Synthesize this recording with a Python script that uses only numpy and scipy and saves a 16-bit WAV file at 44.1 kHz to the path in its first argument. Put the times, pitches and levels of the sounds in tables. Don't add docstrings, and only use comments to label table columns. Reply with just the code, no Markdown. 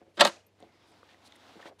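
import sys
import numpy as np
from scipy import signal
from scipy.fft import rfft, irfft, next_fast_len
from scipy.io import wavfile

SR = 44100
rng = np.random.default_rng(int(sys.argv[2]) if len(sys.argv) > 2 else 0)


def voltage_ratio(level):
    return 10 ** (np.asarray(level, float) / 20)


def master_out(mix):
    frames = np.transpose(np.atleast_2d(mix))
    ceiling = np.clip(frames, -1, 1)
    pcm = np.round(ceiling * 32767).astype(np.int16)
    wavfile.write(sys.argv[1], SR, pcm)


N = 79380

# (frequency [Hz], level [dB], decay time T60 [s])
PANEL_MODES = [(200, -9, .06), (270, -15, .04), (338, -11, .085), (450, -21, .04), (540, -11, .05),
               (592, -1, .03), (712, -6, .055), (875, -10, .045), (1010, -8, .04), (1100, -9, .035),
               (1318, -10, .055), (1578, -8, .04), (1880, -7, .03), (2200, -8, .025)]


def rms_one(x):
    return x / np.sqrt(np.mean(x ** 2) + 1e-20)


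def colour(x, points):
    hz, db = np.transpose(points)
    size = next_fast_len(N + 4096)
    grid = np.maximum(np.arange(size // 2 + 1) * SR / size, 1)
    level = np.interp(np.log(grid), np.log(hz), db)
    level = level - 40 * np.maximum(np.log2(hz[0] / grid), 0)
    cepstrum = irfft(np.log(rms_one(voltage_ratio(np.maximum(level, -90)))), size)
    cepstrum[1:size // 2] *= 2
    cepstrum[size // 2 + 1:] = 0
    return irfft(rfft(x, size) * np.exp(rfft(cepstrum)), size)[:N]


def ring(clicks, hz, t60):
    radius = voltage_ratio(-60 / (t60 * SR))
    angle = 2 * np.pi * hz / SR
    return signal.lfilter([0, np.sin(angle)], [1, -2 * radius * np.cos(angle), radius ** 2], clicks + 1e-18)


def panel_ring(x):
    return sum(voltage_ratio(db) * ring(x, hz, t60) for hz, db, t60 in PANEL_MODES)


def drift(rate):
    r = np.exp(-2 * np.pi * rate / SR)
    noise = rng.standard_normal(N + SR)
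    return rms_one(signal.lfilter([1], [1, -2 * r, r * r], noise)[SR:])


def fade_window(start, length, edge):
    t = np.arange(N) / SR
    return np.clip(np.minimum(t - start, start + length - t) / edge, 0, 1)


def place(starts, rows):
    out = np.zeros(N + SR)
    for start, row in zip(starts, rows):
        first = int(start * SR)
        out[first:first + len(row)] += row
    return out[:N]


def body(modes, starts, rows, flip=-1):
    spread_db = 4
    share = voltage_ratio(spread_db * rng.standard_normal((len(starts), len(modes))))
    out = 0
    for k, (hz, db, t60) in enumerate(modes):
        force = place(starts, rows * share[:, [k]])
        out = out + flip ** k * voltage_ratio(db) * ring(force, hz, t60)
    return out


def snap():
    # (time [s], metal level [dB], panel level [dB], chatter T60 [s])
    contacts = [(0.171, -47, -52, 0.044), (0.175, -43, -34, 0.13), (.1795, -56, -48.5, 0.074),
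                (.189, -49, -30.5, 0.043), (.194, -35, -21, 0.081), (0.1979, -25.5, -31, .02),
                (0.1994, -25, -31.5, 0.017), (0.203, -28.5, -28, 0.033), (.2068, -28.5, -35, 0.0066),
                (.2078, -17, -20, .012), (.2097, -13, -19, .016), (.2122, -16, -16, .016),
                (0.2272, -32, -21.5, 0.046), (.234, -36.5, -24, 0.032), (.2408, -40, -21, .03),
                (0.2489, -24, -27, 0.02), (0.2505, -21, -26, 0.03), (0.2541, -20.5, -18, 0.0091),
                (.258, -32.5, -19.5, 0.084), (0.2678, -24, -26, 0.021), (0.273, -31, -22.5, 0.039),
                (.286, -42.5, -38.5, 0.042), (.295, -58, -36.5, 0.028), (.326, -64, -55, 0.18)]
    # (frequency [Hz], level [dB], decay time T60 [s])
    metal_modes = [(2560, -2, 0.0045), (3112, -5, .018), (3778, -4.5, 0.017), (3850, -5, 0.017),
                   (4010, -5, 0.0077), (4170, -5, .02), (4900, -10.5, 0.011), (5070, -7, .012),
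                   (5980, -18, 0.0046), (6200, -11, 0.0086), (7680, -14.5, 0.0067)]
    # (frequency [Hz], level [dB], decay time T60 [s])
    frame_modes = [(623, -10, 0.025), (735, -13, .03), (950, -7.5, .05), (1170, -6.5, 0.034),
                   (1371, -8, 0.091), (1720, -11, 0.014), (1972, -12.5, 0.043), (2500, -12, 0.041),
                   (2900, -13, 0.044), (3370, -13.5, .04), (3610, -9.5, 0.048), (4500, -10.5, 0.039)]
    # (frequency [Hz], level [dB per Hz])
    crack_spectrum = [(180, -50.5), (400, -18), (592, -8), (895, -7.5), (2300, -20.5), (4180, -17.5),
                      (10000, -32), (15700, -52)]
    k = np.arange(6)
    buzz_time = .2133 + k / 568
    buzz = np.transpose([buzz_time, -17 - 2.2 * k, -11 - 0.88 * k, 0.016 + 0 * k])
    s, metal_db, panel_db, t60 = np.transpose(np.vstack([buzz, contacts]))[:, :, None]
    starts = s[:, 0]

    t = np.arange(SR // 10) / SR
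    shape = (len(s), len(t))
    chatter = rng.standard_normal(shape) * (rng.random(shape) < .15) * voltage_ratio(-60 * t / t60)
    click = t == 0
    metal = (click * 1.8 + 0.74 * chatter) * voltage_ratio(metal_db)
    panel = (click + 0.19 * chatter) * voltage_ratio(panel_db)

    hardness = voltage_ratio(.3 * (metal_db + 11))
    crack = colour(place(starts, metal * hardness), crack_spectrum) * voltage_ratio(13)
    out = voltage_ratio(-7) * body(metal_modes, starts, metal) + voltage_ratio(-6.0) * body(PANEL_MODES, starts, panel)
    return out + crack + voltage_ratio(-9) * body(frame_modes, starts, panel)


def tail():
    # (frequency [Hz], level [dB per Hz])
    tail_spectrum = [(88, -47.5), (150, -18.5), (400, -16), (597, -2.5), (1000, -17), (6810, -21.5),
                     (11300, -39.5), (15700, -67)]
    start_s, low_t60_s, high_t60_s = 0.22, 0.27, 0.3
    t = np.maximum(np.arange(N) / SR - start_s, 0)
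    noise = colour(rng.standard_normal(N), tail_spectrum)
    noise = noise * voltage_ratio(-28 + 1.1 * drift(43)) * np.minimum(t / 0.034, 1)
    low = signal.sosfilt(signal.butter(2, 1200, fs=SR, output="sos"), noise)
    return low * voltage_ratio(-60 * t / low_t60_s) + (noise - low) * voltage_ratio(-60 * t / high_t60_s)


def grit():
    # (time [s], length [s], level [dB], pitch [Hz])
    bursts = [(.005, 0.026, -67.5, 1480), (.063, 0.017, -70.5, 1390), (0.075, 0.0092, -62.5, 417),
              (1.251, 0.029, -61, 4300), (1.614, 0.016, -56, 2408), (1.085, 0.052, -59.5, 2310),
              (1.435, 0.024, -62, 1007), (1.494, 0.032, -64.5, 686), (1.535, 0.0083, -63, 620),
              (1.553, 0.013, -51.5, 274), (1.57, 0.013, -53, 275), (1.591, 0.013, -49, 840),
              (1.608, 0.014, -57, 2300), (1.634, 0.017, -56.5, 1410), (1.656, 0.011, -45.5, 1400),
              (1.665, .018, -48, 1690), (1.658, .02, -59, 2600), (1.666, 0.024, -51, 750),
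              (1.6, .045, -56, 900), (1.684, 0.052, -55.5, 560), (1.783, .03, -63, 675)]
    grains_per_s, edge_s, band_ratio = 5000, 0.0019, 1.567
    grains = rms_one(rng.standard_normal(N) * (rng.random(N) < grains_per_s / SR))
    out = 0
    for s, length, db, hz in bursts:
        burst = grains * voltage_ratio(db) * fade_window(s, length, edge_s)
        band = signal.butter(2, [hz / band_ratio, hz * band_ratio], "band", fs=SR, output="sos")
        out = out + signal.sosfilt(band, burst) * np.sqrt(SR / 4 / hz)
    return out + voltage_ratio(-39.5) * panel_ring(out)


def knocks():
    # (time [s], level [dB])
    blows = [(.006, -62), (0.0159, -44), (.027, -52), (.067, -56), (0.073, -58), (.342, -49.5), (.365, -57),
             (.603, -54), (.6095, -52), (.6255, -40), (.6298, -47), (.637, -48), (.6432, -49.5),
             (0.667, -52), (.689, -61), (.914, -54.5), (1.143, -53.5), (1.228, -61.5), (1.338, -62),
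             (1.364, -56), (1.656, -43)]
    # (frequency [Hz], level [dB], decay time T60 [s])
    soft_modes = [(236, -27, 0.064), (340, -9.5, 0.14), (429, -11.5, 0.088), (556, -3.5, 0.048),
                  (714, -2, 0.05)]
    s, db = np.transpose(blows)
    t = np.arange(400) / SR
    push = t * np.exp(-2 * np.pi * 1960 * t)
    forces = push / push.sum() * voltage_ratio(db)[:, None]
    return -body(soft_modes, s, forces, flip=0.94)


def ticks():
    # (time [s], level [dB], pitch [Hz], decay time T60 [s])
    clicks = [(.172, -46, 3600, 0.018), (0.2007, -18, 3920, 0.023), (.2485, -22, 8300, .004),
              (0.2503, -29, 11530, 0.0051), (0.2502, -19.5, 6500, 0.0065), (0.2514, -12, 4300, 0.011),
              (0.2737, -22, 4400, 0.0097), (.289, -43, 10300, .006), (0.2939, -43, 8500, .006),
              (.37, -53, 2500, .03), (.406, -59, 2900, 0.026), (0.4659, -60.5, 12730, 0.046),
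              (0.6034, -51, 8500, 0.0026), (0.604, -54, 3326, 0.0034), (0.6258, -44.5, 3540, 0.0036),
              (0.6251, -60, 6500, 0.0035), (0.919, -54, 7960, 0.0027), (1.0306, -40.5, 1240, 0.0077),
              (1.03, -47.5, 514, 0.023), (1.104, -63, 8200, 0.0036), (1.145, -47.5, 1980, 0.0098),
              (1.3229, -42, 3540, 0.0086), (1.3236, -49, 2006, 0.012), (1.3225, -48.5, 6200, 0.0028),
              (1.357, -53, 9480, 0.0032), (1.356, -49, 2010, 0.012), (1.627, -42.5, 1810, 0.031),
              (1.6595, -50.5, 3510, 0.0043), (1.6583, -40, 1000, .012), (1.672, -41, 800, .015),
              (.6295, -54, 4200, .005), (.6455, -58, 3500, .005), (.612, -56, 1800, .012),
              (1.685, -63, 5940, 0.0038), (1.264, -53.5, 4360, 0.014), (1.274, -49.5, 4200, .02)]
    band_ratio = 1.5
    out = 0
    for s, db, hz, t60 in clicks:
        tone = ring(place([s], [[voltage_ratio(db)]]), hz, t60)
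        b, a = signal.butter(1, [hz / band_ratio, hz * band_ratio], "band", fs=SR)
        out = out + signal.lfilter(b, a, tone)
    return out


def rubs():
    # (time [s], length [s], level [dB], lower band edge [Hz])
    strokes = [
        (0.14, 0.067, -69.5, 2200),
        (0.244, 0.049, -47.5, 6900),
        (0.463, 0.01, -61, 6960),
        (0.862, 0.057, -75, 4500),
        (0.973, 0.034, -82.5, 5000),
        (1.092, 0.041, -73.5, 1820),
        (1.237, 0.054, -64.5, 3100),
        (1.355, 0.013, -57, 6500),
        (1.679, 0.015, -61.5, 3970),
        (1.785, 0.03, -58, 1970),
    ]
    grain = rms_one(rng.standard_normal(N) * voltage_ratio(1.0 * drift(330)))
    metal = sum(ring(grain, hz, 0.0029) for hz in (3800, 4200, 4674, 6500, 9950))
    grain = grain + 0.54 * rms_one(metal)
    out = 0
    for s, length, db, low_hz in strokes:
        band = signal.butter(2, [low_hz, 8900 + low_hz / 2], "band", fs=SR, output="sos")
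        hiss = rms_one(signal.sosfilt(band, grain))
        out = out + voltage_ratio(db) * hiss * fade_window(s, length, 0.013)
    return out


def slides():
    # (time [s], length [s], level [dB], resonance [Hz], decay time T60 [s])
    strokes = [
        (.4, .12, -78, 2600, .004),
        (.56, .3, -76, 2150, .006),
        (.7, .33, -77, 4900, .002),
        (.74, .2, -77, 3800, .003),
        (1.24, .045, -64, 4400, .002),
        (1.28, .32, -70, 3600, .002),
        (.72, .36, -71, 320, .04),
    ]
    noise = rng.standard_normal(N) * voltage_ratio(2.5 * drift(30))
    out = 0
    for s, length, db, hz, t60 in strokes:
        band = rms_one(ring(ring(noise, hz, t60), hz, t60))
        out = out + voltage_ratio(db) * band * fade_window(s, length, .03)
    return out


def drag():
    # (time [s], level [dB])
    course = [(.53, -100.5), (.6, -69), (.71, -74.5), (.76, -71.5), (0.919, -69), (1.019, -68.5),
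              (1.199, -67.5), (1.3, -65.5), (1.399, -65), (1.55, -61), (1.692, -59), (1.725, -92),
              (1.77, -84)]
    # (frequency [Hz], level [dB per Hz])
    grass_spectrum = [(88, -24.5), (150, -20), (244, -2.5), (421, -11.5), (698, -4), (2000, -13),
                      (2290, -13.5), (3650, -13.5), (15700, -40.5)]
    blades_per_s, blade_spread_db = 3000, 4
    s, db = np.transpose(course)
    level = voltage_ratio(np.interp(np.arange(N) / SR, s, db) + 4 + drift(22))
    sizes = voltage_ratio(blade_spread_db * np.minimum(rng.exponential(1, N), 4)) * rng.choice([-1, 1], N)
    flicks = rms_one(sizes * (rng.random(N) < blades_per_s / SR))
    blades = level * rms_one(flicks + 1.6 * rng.standard_normal(N))
    through = panel_ring(blades)
    return colour(blades, grass_spectrum) + voltage_ratio(-15.5) * through * np.std(blades) / np.std(through)


def hush():
    # (frequency [Hz], level [dB per Hz])
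    hush_spectrum = [(50, -12.5), (130, -13), (500, -9.5), (1090, -22.5), (2580, -25.5), (5000, -31),
                     (12000, -43.5), (15700, -56)]
    # (multiple of the rate [1], level [dB])
    harmonics = [(3, -80.5), (4, -73.5), (5, -86), (6, -87), (8, -87.5)]
    motor_hz, pulse_s = 24.1, 0.99
    phase = 2 * np.pi * (motor_hz * (np.arange(N) / SR - pulse_s) + 0.029 * drift(2.5))
    motor = sum(voltage_ratio(db + 0.5 + 2.0 * drift(1.8)) * np.cos(k * phase) for k, db in harmonics)
    noise = rms_one(colour(rng.standard_normal(N), hush_spectrum))
    return voltage_ratio(-68.5 + 0.96 * drift(15)) * noise + motor


def scene():
    case = snap() + tail() + grit() + knocks() + ticks() + rubs() + slides() + drag()
    high_pass = signal.butter(6, 168, "high", fs=SR, output="sos")
    return (signal.sosfilt(high_pass, case) + hush())[None]


def low_pass(x):
    return signal.sosfilt(signal.butter(12, 15870, fs=SR, output="sos"), x)


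def record(dry):
    rounded = 3 * np.tanh(dry / 3)
    cut = signal.sosfilt(signal.butter(4, 58, "high", fs=SR, output="sos"), rounded)
    cut = signal.sosfilt(signal.cheby2(20, 50, 15950, fs=SR, output="sos"), cut)
    return low_pass(cut)


dry = scene()
out = record(dry)
master_out(out)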